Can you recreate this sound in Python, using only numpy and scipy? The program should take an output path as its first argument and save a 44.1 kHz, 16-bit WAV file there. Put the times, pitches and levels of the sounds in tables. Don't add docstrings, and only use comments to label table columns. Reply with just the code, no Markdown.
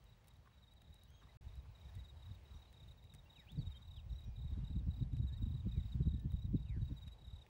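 import sys
import numpy as np
from scipy import signal
from scipy.fft import rfft, irfft, next_fast_len
from scipy.io import wavfile
from scipy.ndimage import uniform_filter1d, map_coordinates

SR = 44100
rng = np.random.default_rng(int(sys.argv[2]) if len(sys.argv) > 2 else 0)


def invert_db(level):
    return 10 ** (np.asarray(level, dtype=float) / 20)


def wav_out(sig):
    wavfile.write(sys.argv[1], SR, np.round(np.clip(np.atleast_2d(sig).T, -1, 1) * 32767).astype(np.int16))


N = 330292


def unit(x):
    return x / np.sqrt(np.mean(x ** 2) + 1e-20)


def along(points, hz):
    point_hz, value = np.transpose(points)
    return np.interp(np.log(hz + 1), np.log(point_hz + 1), value)


def curves(rows):
    knot_s, *columns = np.transpose(rows)
    return [np.interp(np.arange(N) / SR, knot_s, column) for column in columns]


def wobble(rate_hz):
    knots = rng.standard_normal(int(N * 60 / SR) + 9)
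    return map_coordinates(knots, [np.arange(N) * min(rate_hz, 60) / SR])


def filtered(x, response):
    size = next_fast_len(N + SR // 2)
    return irfft(rfft(x, size) * response(np.fft.rfftfreq(size, 1 / SR)), size)[:N]


def resonance(hz, center_hz, width_hz):
    damping = 1j * hz * width_hz
    return damping / (center_hz * center_hz - hz * hz + damping)


def rush(response, patchy_db):
    spectrum = signal.stft(rng.standard_normal(N), nperseg=512)[2]
    patches = uniform_filter1d(rng.standard_normal(spectrum.shape), size=6, axis=0)
    patches = uniform_filter1d(patches, size=14, axis=1)
    noise = signal.istft(spectrum * invert_db(patchy_db * unit(patches)), nperseg=512)[1][:N]
    return unit(filtered(noise, response))


def steady(x, size):
    return unit(x / np.sqrt(np.abs(uniform_filter1d(x * x, size)) + 0.11))


def add(track, start_s, sound):
    part = track[max(round(start_s * SR), 0):][:len(sound)]
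    part += sound[:len(part)]


def phase(hz):
    return 2 * np.pi * np.cumsum(hz) / SR


def trees(x, t60_s):
    t = np.arange(SR // 2) / SR
    tail = rng.standard_normal(len(t)) * invert_db(-60 * t / t60_s)
    return signal.fftconvolve(x, tail / np.linalg.norm(tail))[:N]


def wind():
    # start_s, rumble_db, flutter_db
    puffs = [(0.056, -57, -74), (0.13, -60.0, -78), (0.338, -59, -76), (0.398, -56.5, -79),
             (0.58, -57.5, -76), (0.648, -75, -69), (0.749, -58, -77), (0.839, -75, -66),
             (0.909, -53, -67.0), (1.052, -61.0, -66), (1.107, -57, -73), (1.154, -57.5, -79),
             (1.256, -57.5, -56), (1.378, -53, -62.5), (1.477, -43.5, -62), (1.59, -44, -53.5),
             (1.699, -47.5, -71), (1.805, -73, -70), (1.87, -46.5, -81), (1.983, -40.5, -58),
             (2.024, -51, -69), (2.137, -52.0, -69), (2.183, -49, -77), (2.272, -49, -77),
             (2.321, -41.5, -60.5), (2.435, -54.0, -80), (2.524, -50, -79), (2.565, -48, -68),
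             (2.704, -53.5, -64), (2.76, -75, -70), (2.796, -70, -66.0), (2.836, -55, -66.5),
             (2.879, -51.0, -78), (2.914, -52.0, -74), (3.001, -70, -66), (3.058, -52.5, -81),
             (3.114, -63, -81), (3.159, -64, -54), (3.201, -53.0, -80), (3.255, -58, -74),
             (3.394, -60, -62), (3.471, -56.5, -73.0), (3.54, -63, -55.5), (3.598, -39.5, -38),
             (3.685, -37.5, -63), (3.785, -71, -60), (3.824, -64, -62.5), (3.894, -45.5, -76),
             (3.987, -45, -64.0), (4.037, -56, -68), (4.085, -50, -64), (4.126, -35.5, -58),
             (4.291, -37, -54), (4.351, -51, -64), (4.402, -42, -46.5), (4.46, -35.5, -57),
             (4.534, -36, -45), (4.594, -36.5, -39), (4.644, -38.5, -46.5), (4.717, -38, -44),
             (4.777, -32.5, -38), (4.823, -43, -43.5), (4.89, -31.5, -37.5), (4.986, -45, -56),
             (5.03, -37, -35), (5.079, -38.0, -50), (5.113, -54, -66), (5.149, -36, -40.5),
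             (5.212, -36, -41), (5.25, -31, -43), (5.336, -37, -58), (5.437, -32, -42),
             (5.481, -37.5, -43.5), (5.523, -35, -42.5), (5.561, -47, -40.5), (5.61, -41, -59),
             (5.676, -31.5, -34.5), (5.785, -31, -37.5), (5.859, -39.5, -51), (5.966, -33.5, -40.5),
             (6.018, -38, -33.5), (6.08, -28, -34), (6.155, -35.5, -38.5), (6.191, -52, -49.5),
             (6.268, -38, -38), (6.352, -31.5, -44.0), (6.461, -38.0, -45), (6.499, -41.5, -52),
             (6.559, -31, -27.5), (6.617, -44, -49), (6.659, -38, -62), (6.711, -32.5, -56),
             (6.786, -35.5, -41.5), (6.831, -33, -44.5), (6.927, -39.5, -39), (7.045, -46.5, -72),
             (7.084, -41.5, -60), (7.236, -56, -60), (7.282, -47, -64), (7.345, -42.5, -70)]
    # freq_hz, density_db (per Hz)
    rumble = [(12, -49.5), (20, -14), (45, 4.5), (64, 7), (129, -7.5), (160, -15.5), (210, -37.5),
              (350, -120)]
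    flutter = [(60, -40), (110, 4.5), (180, -4), (260, -17), (400, -35.5), (700, -46.5), (1200, -120)]
    hard_edge = [(150, -61), (260, 5.5), (400, -7.5), (700, -44.5), (1200, -120)]

    t = np.arange(-SR // 4, SR // 4) / SR
    lump = lambda width_s: np.exp(-(t / width_s) ** 2)
    slow, fast = np.zeros((2, N + SR // 2))
    for start_s, rumble_db, flutter_db in puffs:
        slow_lump = lump(0.0086) + invert_db(-18) * lump(0.057)
        fast_lump = lump(0.0085) + invert_db(-30.5) * lump(0.038)
        add(slow, start_s - .012, invert_db(2 * rumble_db - 4.5) * slow_lump)
        add(fast, start_s - .013, invert_db(2 * flutter_db - 0.5) * fast_lump)
    slow = slow[SR // 4:][:N]
    fast = fast[SR // 4:][:N]

    low = steady(rush(lambda hz: invert_db(along(rumble, hz)), patchy_db=2.5), size=1100)
    high = steady(rush(lambda hz: invert_db(along(flutter, hz)), patchy_db=4.5), size=500)
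    edge = steady(rush(lambda hz: invert_db(along(hard_edge, hz)), patchy_db=0.0), size=300)
    air = np.sqrt(slow + invert_db(-140)) * low + np.sqrt(fast + invert_db(-150)) * high
    air = air + invert_db(4.5) * fast ** 0.82 * edge

    def port(hz):
        late = np.exp(-2j * np.pi * .8 * np.log(hz + 20))
        return late / (1 + (hz / 600) ** 6) / (1 + (32 / (hz + 1)) ** 4)
    return filtered(air, port)


def cricket():
    # start_s, level_db
    wing_strokes = [(0.061, -74), (0.091, -76), (0.123, -75.5), (0.277, -76), (0.304, -75), (0.337, -85),
                    (0.357, -77.0), (0.527, -80), (0.569, -78), (0.622, -73), (0.666, -72.5), (0.71, -70),
                    (0.764, -73), (0.805, -73), (0.841, -72.0), (0.87, -76.5), (0.9, -76), (0.927, -73.5),
                    (0.955, -75), (0.984, -73), (1.011, -74), (1.042, -77.5), (1.145, -74), (1.172, -80),
                    (1.202, -78), (1.229, -72.5), (1.257, -80), (1.285, -72), (1.314, -80), (1.477, -74),
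                    (1.51, -77), (1.534, -76), (1.565, -73), (1.592, -69.5), (1.752, -69), (1.778, -77),
                    (1.808, -72), (1.848, -70.5), (1.881, -73), (1.937, -71), (1.985, -66.5),
                    (2.038, -65.5), (2.082, -68), (2.167, -71), (2.193, -71), (2.222, -68.5), (2.256, -68),
                    (2.284, -70), (2.311, -67.5), (2.342, -66), (2.453, -70), (2.478, -70.5), (2.507, -72),
                    (2.535, -69), (2.565, -67), (2.591, -69.5), (2.618, -66), (2.648, -69), (2.678, -87),
                    (2.733, -74), (2.766, -64.5), (2.797, -67), (2.827, -68.5), (2.88, -66), (2.909, -67),
                    (2.971, -77), (3.025, -70.5), (3.047, -70), (3.067, -72), (3.098, -68), (3.12, -70),
                    (3.154, -67.0), (3.184, -69), (3.297, -70), (3.325, -67.5), (3.358, -69), (3.39, -65.5),
                    (3.498, -83), (3.52, -67.5), (3.557, -70.5), (3.608, -65.5), (3.655, -67.5),
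                    (3.703, -65.5), (3.752, -65), (3.818, -66), (3.848, -70), (3.876, -67.5), (3.908, -65),
                    (3.935, -66), (3.962, -63.5), (3.991, -69.5), (4.097, -68), (4.124, -66.5),
                    (4.154, -70.5), (4.183, -66), (4.213, -69), (4.239, -65), (4.36, -67.5), (4.386, -68.5),
                    (4.415, -73), (4.442, -67.5), (4.471, -68), (4.501, -66.5), (4.528, -70), (4.575, -77),
                    (4.642, -67.5), (4.67, -66), (4.7, -69), (4.725, -70), (4.756, -67), (4.784, -65.5),
                    (4.906, -66), (4.934, -65.5), (4.963, -66.5), (4.994, -69.5), (5.022, -66.5),
                    (5.117, -74.5), (5.147, -70), (5.178, -68.5), (5.219, -68.5), (5.27, -63.5),
                    (5.322, -65.5), (5.365, -66.5), (5.411, -65), (5.455, -67.5), (5.483, -67),
                    (5.511, -64.5), (5.54, -67), (5.568, -66.5), (5.597, -69.5), (5.683, -68), (5.715, -66),
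                    (5.741, -69), (5.769, -67), (5.797, -65.5), (5.826, -67.5), (5.854, -67.5),
                    (5.882, -67), (5.918, -65.5), (6.025, -67.5), (6.055, -68), (6.084, -66.5), (6.11, -68),
                    (6.138, -68), (6.165, -68), (6.194, -68), (6.302, -70), (6.329, -67), (6.36, -68),
                    (6.387, -67.0), (6.419, -64.5), (6.449, -64), (6.561, -67), (6.593, -66.5),
                    (6.622, -67.5), (6.652, -72), (6.684, -67), (6.815, -68.5), (6.846, -69),
                    (6.876, -66.5), (6.913, -72), (6.964, -66), (7.014, -68.5), (7.063, -67.5),
                    (7.112, -64), (7.182, -70.5), (7.211, -66.5), (7.245, -66), (7.273, -65.5),
                    (7.301, -67.5), (7.328, -66.5), (7.357, -65), (7.383, -68.5), (7.413, -66), (7.46, -89)]
    # multiple, level_db
    wing = [(1, 2.5), (2, -19), (3, -23.5), (4, -40)]

    song, stroke_swells = np.zeros((2, N))
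    gaps_s = np.diff(np.transpose(wing_strokes)[0], prepend=-1, append=9)
    lengths_s = np.clip(0.66 * np.minimum(gaps_s[:-1], gaps_s[1:]), .012, .033)
    draws = rng.standard_normal((len(wing_strokes), 2))
    for (start_s, db), length_s, (detune, sag) in zip(wing_strokes, lengths_s, draws):
        u = np.linspace(0, 1, round(length_s * SR))
        fall_hz = np.clip(255 + 110 * sag, -30, 360)
        turn = phase(3845 + .25 * fall_hz + 15 * detune - fall_hz * u ** 1.6)
        tone = sum(invert_db(level_db) * np.sin(multiple * turn) for multiple, level_db in wing)
        swell = invert_db(db + 1.5) * np.abs(np.sin(np.pi * u ** 1.45)) ** .55
        add(song, start_s - .003, swell * tone)
        add(stroke_swells, start_s - .003, swell)

    bright_spectrum = [(3000, -120), (4500, 2.5), (9000, -5), (15000, -3.5)]
    bright_noise = rush(lambda hz: invert_db(along(bright_spectrum, hz)), patchy_db=5.5)
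    song = song * invert_db(2.5 * wobble(55)) + invert_db(-19) * uniform_filter1d(stroke_swells, size=600) * bright_noise
    return song + invert_db(-13) * trees(song, t60_s=0.17)


def horse():
    # start_s, peak_db, length_s
    hooves = [
        (0.452, -69, 0.017),
        (0.466, -64, 0.018),
        (0.509, -71.5, 0.021),
        (1.206, -66, 0.042),
        (1.264, -69.5, 0.015),
        (1.645, -70, 0.027),
        (1.743, -75, 0.025),
        (3.139, -73.5, 0.018),
    ]
    # center_hz, width_hz, level_db
    sand = [(1060, 167, 5.5), (2000, 1600, -14), (350, 450, -2)]
    # start_s, peak_db, body_db (dull part re peak)
    ticks = [(0.0413, -68, -23), (0.2426, -76.5, -1), (0.273, -65, -19), (0.2818, -58.5, -26),
             (0.2855, -62, -18), (0.337, -70, -20), (0.3671, -71, -20), (0.7208, -76, -13),
             (0.7368, -66.5, -14), (0.8182, -68.5, -4), (0.9425, -60.5, -16), (1.035, -59, -30),
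             (1.104, -68, -20), (1.5552, -65, -14), (1.953, -63.5, -14), (2.728, -68, -6), (3.04, -69, -7),
             (3.1383, -59, -13), (3.1417, -64, -15), (3.1484, -56.5, -21), (3.518, -61, -23),
             (4.2063, -70, -9), (5.1322, -71.5, -3), (5.167, -83, 14.5), (5.931, -83, 0),
             (6.198, -66.5, -16), (6.319, -64, -8), (6.706, -86, -1), (7.078, -76.5, 8.5),
             (7.2694, -71, -16), (7.4642, -85, 11)]

    scuffs, bright, dull = np.zeros((3, N))
    for start_s, db, length_s in hooves:
        u = np.linspace(0, 1, max(round(length_s * SR), 9))
        add(scuffs, start_s, invert_db(db + 9) * np.abs(np.sin(np.pi * u)) ** 1.5)

    t = np.arange(SR // 40) / SR
    grains = rng.standard_normal((len(ticks), len(t)))
    for (start_s, db, body_db), grit in zip(ticks, grains):
        add(bright, start_s, invert_db(db + 1) * grit * np.exp(-t / .0017))
        add(dull, start_s, invert_db(db + body_db + 16) * grit * np.exp(-t / 0.0043))

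    def sand_body(hz):
        return sum((-1) ** k * invert_db(db) * resonance(hz, center_hz, width_hz)
                   for k, (center_hz, width_hz, db) in enumerate(sand))
    scuffing = filtered(scuffs * rng.standard_normal(N), sand_body)
    ticking = filtered(bright, lambda hz: resonance(hz, 8000, 9000))
    thudding = filtered(dull, lambda hz: resonance(hz, 2100, 1300))
    return scuffing + ticking + thudding


def birds():
    # start_s, length_s, start_hz, middle_hz, end_hz, level_db
    whistles = [(1.077, 0.031, 2930, 2980, 3150, -86.5), (1.098, 0.11, 3250, 3230, 3370, -85),
                (1.185, 0.049, 3250, 3080, 2650, -89), (1.278, 0.039, 1790, 2050, 1880, -85),
                (1.765, 0.032, 2360, 2370, 2430, -88), (1.826, 0.028, 2180, 2260, 2130, -83.5),
                (1.882, 0.024, 1840, 1740, 1620, -86), (1.964, .045, 1890, 2000, 1890, -85),
                (2.548, 0.024, 5800, 5800, 5700, -85), (3.255, 0.024, 2750, 2740, 2840, -79),
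                (3.342, .11, 3500, 2230, 1660, -80), (3.385, 0.046, 4850, 5300, 5000, -88),
                (3.467, .03, 2250, 2570, 2750, -76.5), (3.481, 0.035, 2500, 3300, 3600, -71),
                (3.583, .03, 4830, 4370, 4570, -75), (3.743, 0.033, 3160, 3160, 3360, -75.5),
                (3.955, 0.047, 3670, 3200, 2460, -75), (4.112, .07, 5600, 5600, 5900, -93),
                (4.236, 0.069, 5820, 5700, 5700, -90.5), (4.22, 0.18, 2500, 2430, 2400, -91.5),
                (4.58, 0.12, 2720, 2850, 3020, -91), (5.276, 0.1, 1690, 1730, 2000, -87),
                (5.315, 0.054, 4150, 4360, 4480, -91), (2.672, 0.034, 4120, 3980, 4000, -81.5),
                (5.703, .115, 2500, 2400, 1720, -83), (6.117, 0.16, 1800, 1770, 1750, -89.5),
                (6.656, 0.13, 3000, 2150, 1520, -81.5), (6.905, .06, 5600, 5570, 5500, -99)]

    song = np.zeros(N)
    for start_s, length_s, start_hz, middle_hz, end_hz, db in whistles:
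        u = np.linspace(0, 1, round(length_s * SR))
        glide = np.polyfit([0, .5, 1], [start_hz, middle_hz, end_hz], deg=2)
        turn = phase(np.polyval(glide, u))
        overtone_db = -7 if start_s < 1.25 else -32
        throb_depth = .9 if start_s > 6.6 else .1
        throb = 1 + throb_depth * np.sin(2 * np.pi * 165 * length_s * u)
        shape = np.abs(np.sin(np.pi * u)) ** 0.4 * throb
        tone = np.sin(turn) + invert_db(overtone_db) * np.sin(2 * turn)
        add(song, start_s, invert_db(db + 9) * shape * tone)
    song = song * invert_db(1.6 * wobble(45))
    return song + invert_db(-13) * trees(song, t60_s=.2)


def far_cricket():
    t = np.arange(N) / SR
    beats = np.abs(np.sin(np.pi * 33 * t + 1.5 * wobble(5))) ** 2 * invert_db(5 * wobble(6))
    song = invert_db(-85.5) * beats * np.sin(phase(3860 + 60 * wobble(30)))
    return song + invert_db(-4) * trees(song, t60_s=0.37)


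def hush():
    # time_s, low_db, high_db
    swells = [(0.0, -80, -88), (0.87, -80.5, -89.5), (1.44, -78, -85), (1.67, -77, -83.5),
              (2.82, -77.5, -85), (5.07, -77.5, -87), (5.74, -78.5, -85.5), (6.63, -80, -87.5),
              (7.49, -76, -86.5)]
    # freq_hz, density_db (per Hz)
    field = [(88, -29), (150, -4), (278, -12), (567, -10.5), (866, -13), (1380, -32), (2310, -41.5),
             (3030, -43.5), (3400, -44), (11500, -62), (14200, -61.5), (15000, -58)]

    low_db, high_db = curves(swells)
    upper = lambda hz: 1 / (1 + (1700 / (hz + 1)) ** 4)
    low = rush(lambda hz: invert_db(along(field, hz)) * (1 - upper(hz)), patchy_db=1.46)
    high = rush(lambda hz: invert_db(along(field, hz)) * upper(hz), patchy_db=1.17)
    low_gain = invert_db(low_db + 2 + 0.22 * wobble(2.8))
    high_gain = invert_db(high_db + 9.5 + 1.34 * wobble(6.6))
    return low_gain * low + high_gain * high


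def scene():
    return (wind() + cricket() + horse() + birds() + far_cricket() + hush())[None]


def roll_off(x):
    return signal.sosfilt(signal.butter(12, 16020, fs=SR, output="sos"), x)


def record(dry):
    # time_s, level_db
    whine_levels = [(0, -88), (4.53, -85.5), (4.56, -110), (4.63, -110), (4.66, -92), (5.02, -81),
                    (5.05, -115), (5.3, -100), (5.38, -86), (5.96, -84), (5.99, -110), (6.25, -81),
                    (6.61, -85), (6.64, -110), (6.79, -115), (6.82, -85), (7.02, -79), (7.06, -99),
                    (7.42, -102), (7.45, -86)]
    # start_s, end_s
    mute_start_s, mute_end_s = (1.372, 1.4095)

    t = np.arange(N) / SR
    beat = 2 * np.pi * 11.1 * (t - .545)
    whine_db = curves(whine_levels)[0]
    throb = 1 + .45 * np.cos(beat) + .5 * np.cos(2 * beat) + .2 * np.cos(3 * beat)
    throb = throb * invert_db(3 * wobble(45) - 2.5)
    whine = invert_db(whine_db) * throb * np.sin(2 * np.pi * 15609 * t + 1.1 * wobble(40))

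    top = filtered(dry[0], lambda hz: 1 / (1 + (14300 / (hz + 1)) ** 24))
    top_gain = invert_db(.6 * (whine_db + 85) + 4 * wobble(30))
    thinned = dry[0] + top * (top_gain - 1)
    kept = filtered(thinned, lambda hz: 1 / (1 + (hz / 15500) ** 60))
    open_gate = np.clip(np.maximum(mute_start_s - t, t - mute_end_s) / .0012, 0, 1)
    return roll_off(((kept + whine) * open_gate)[None])


dry = scene()
out = record(dry)
wav_out(out)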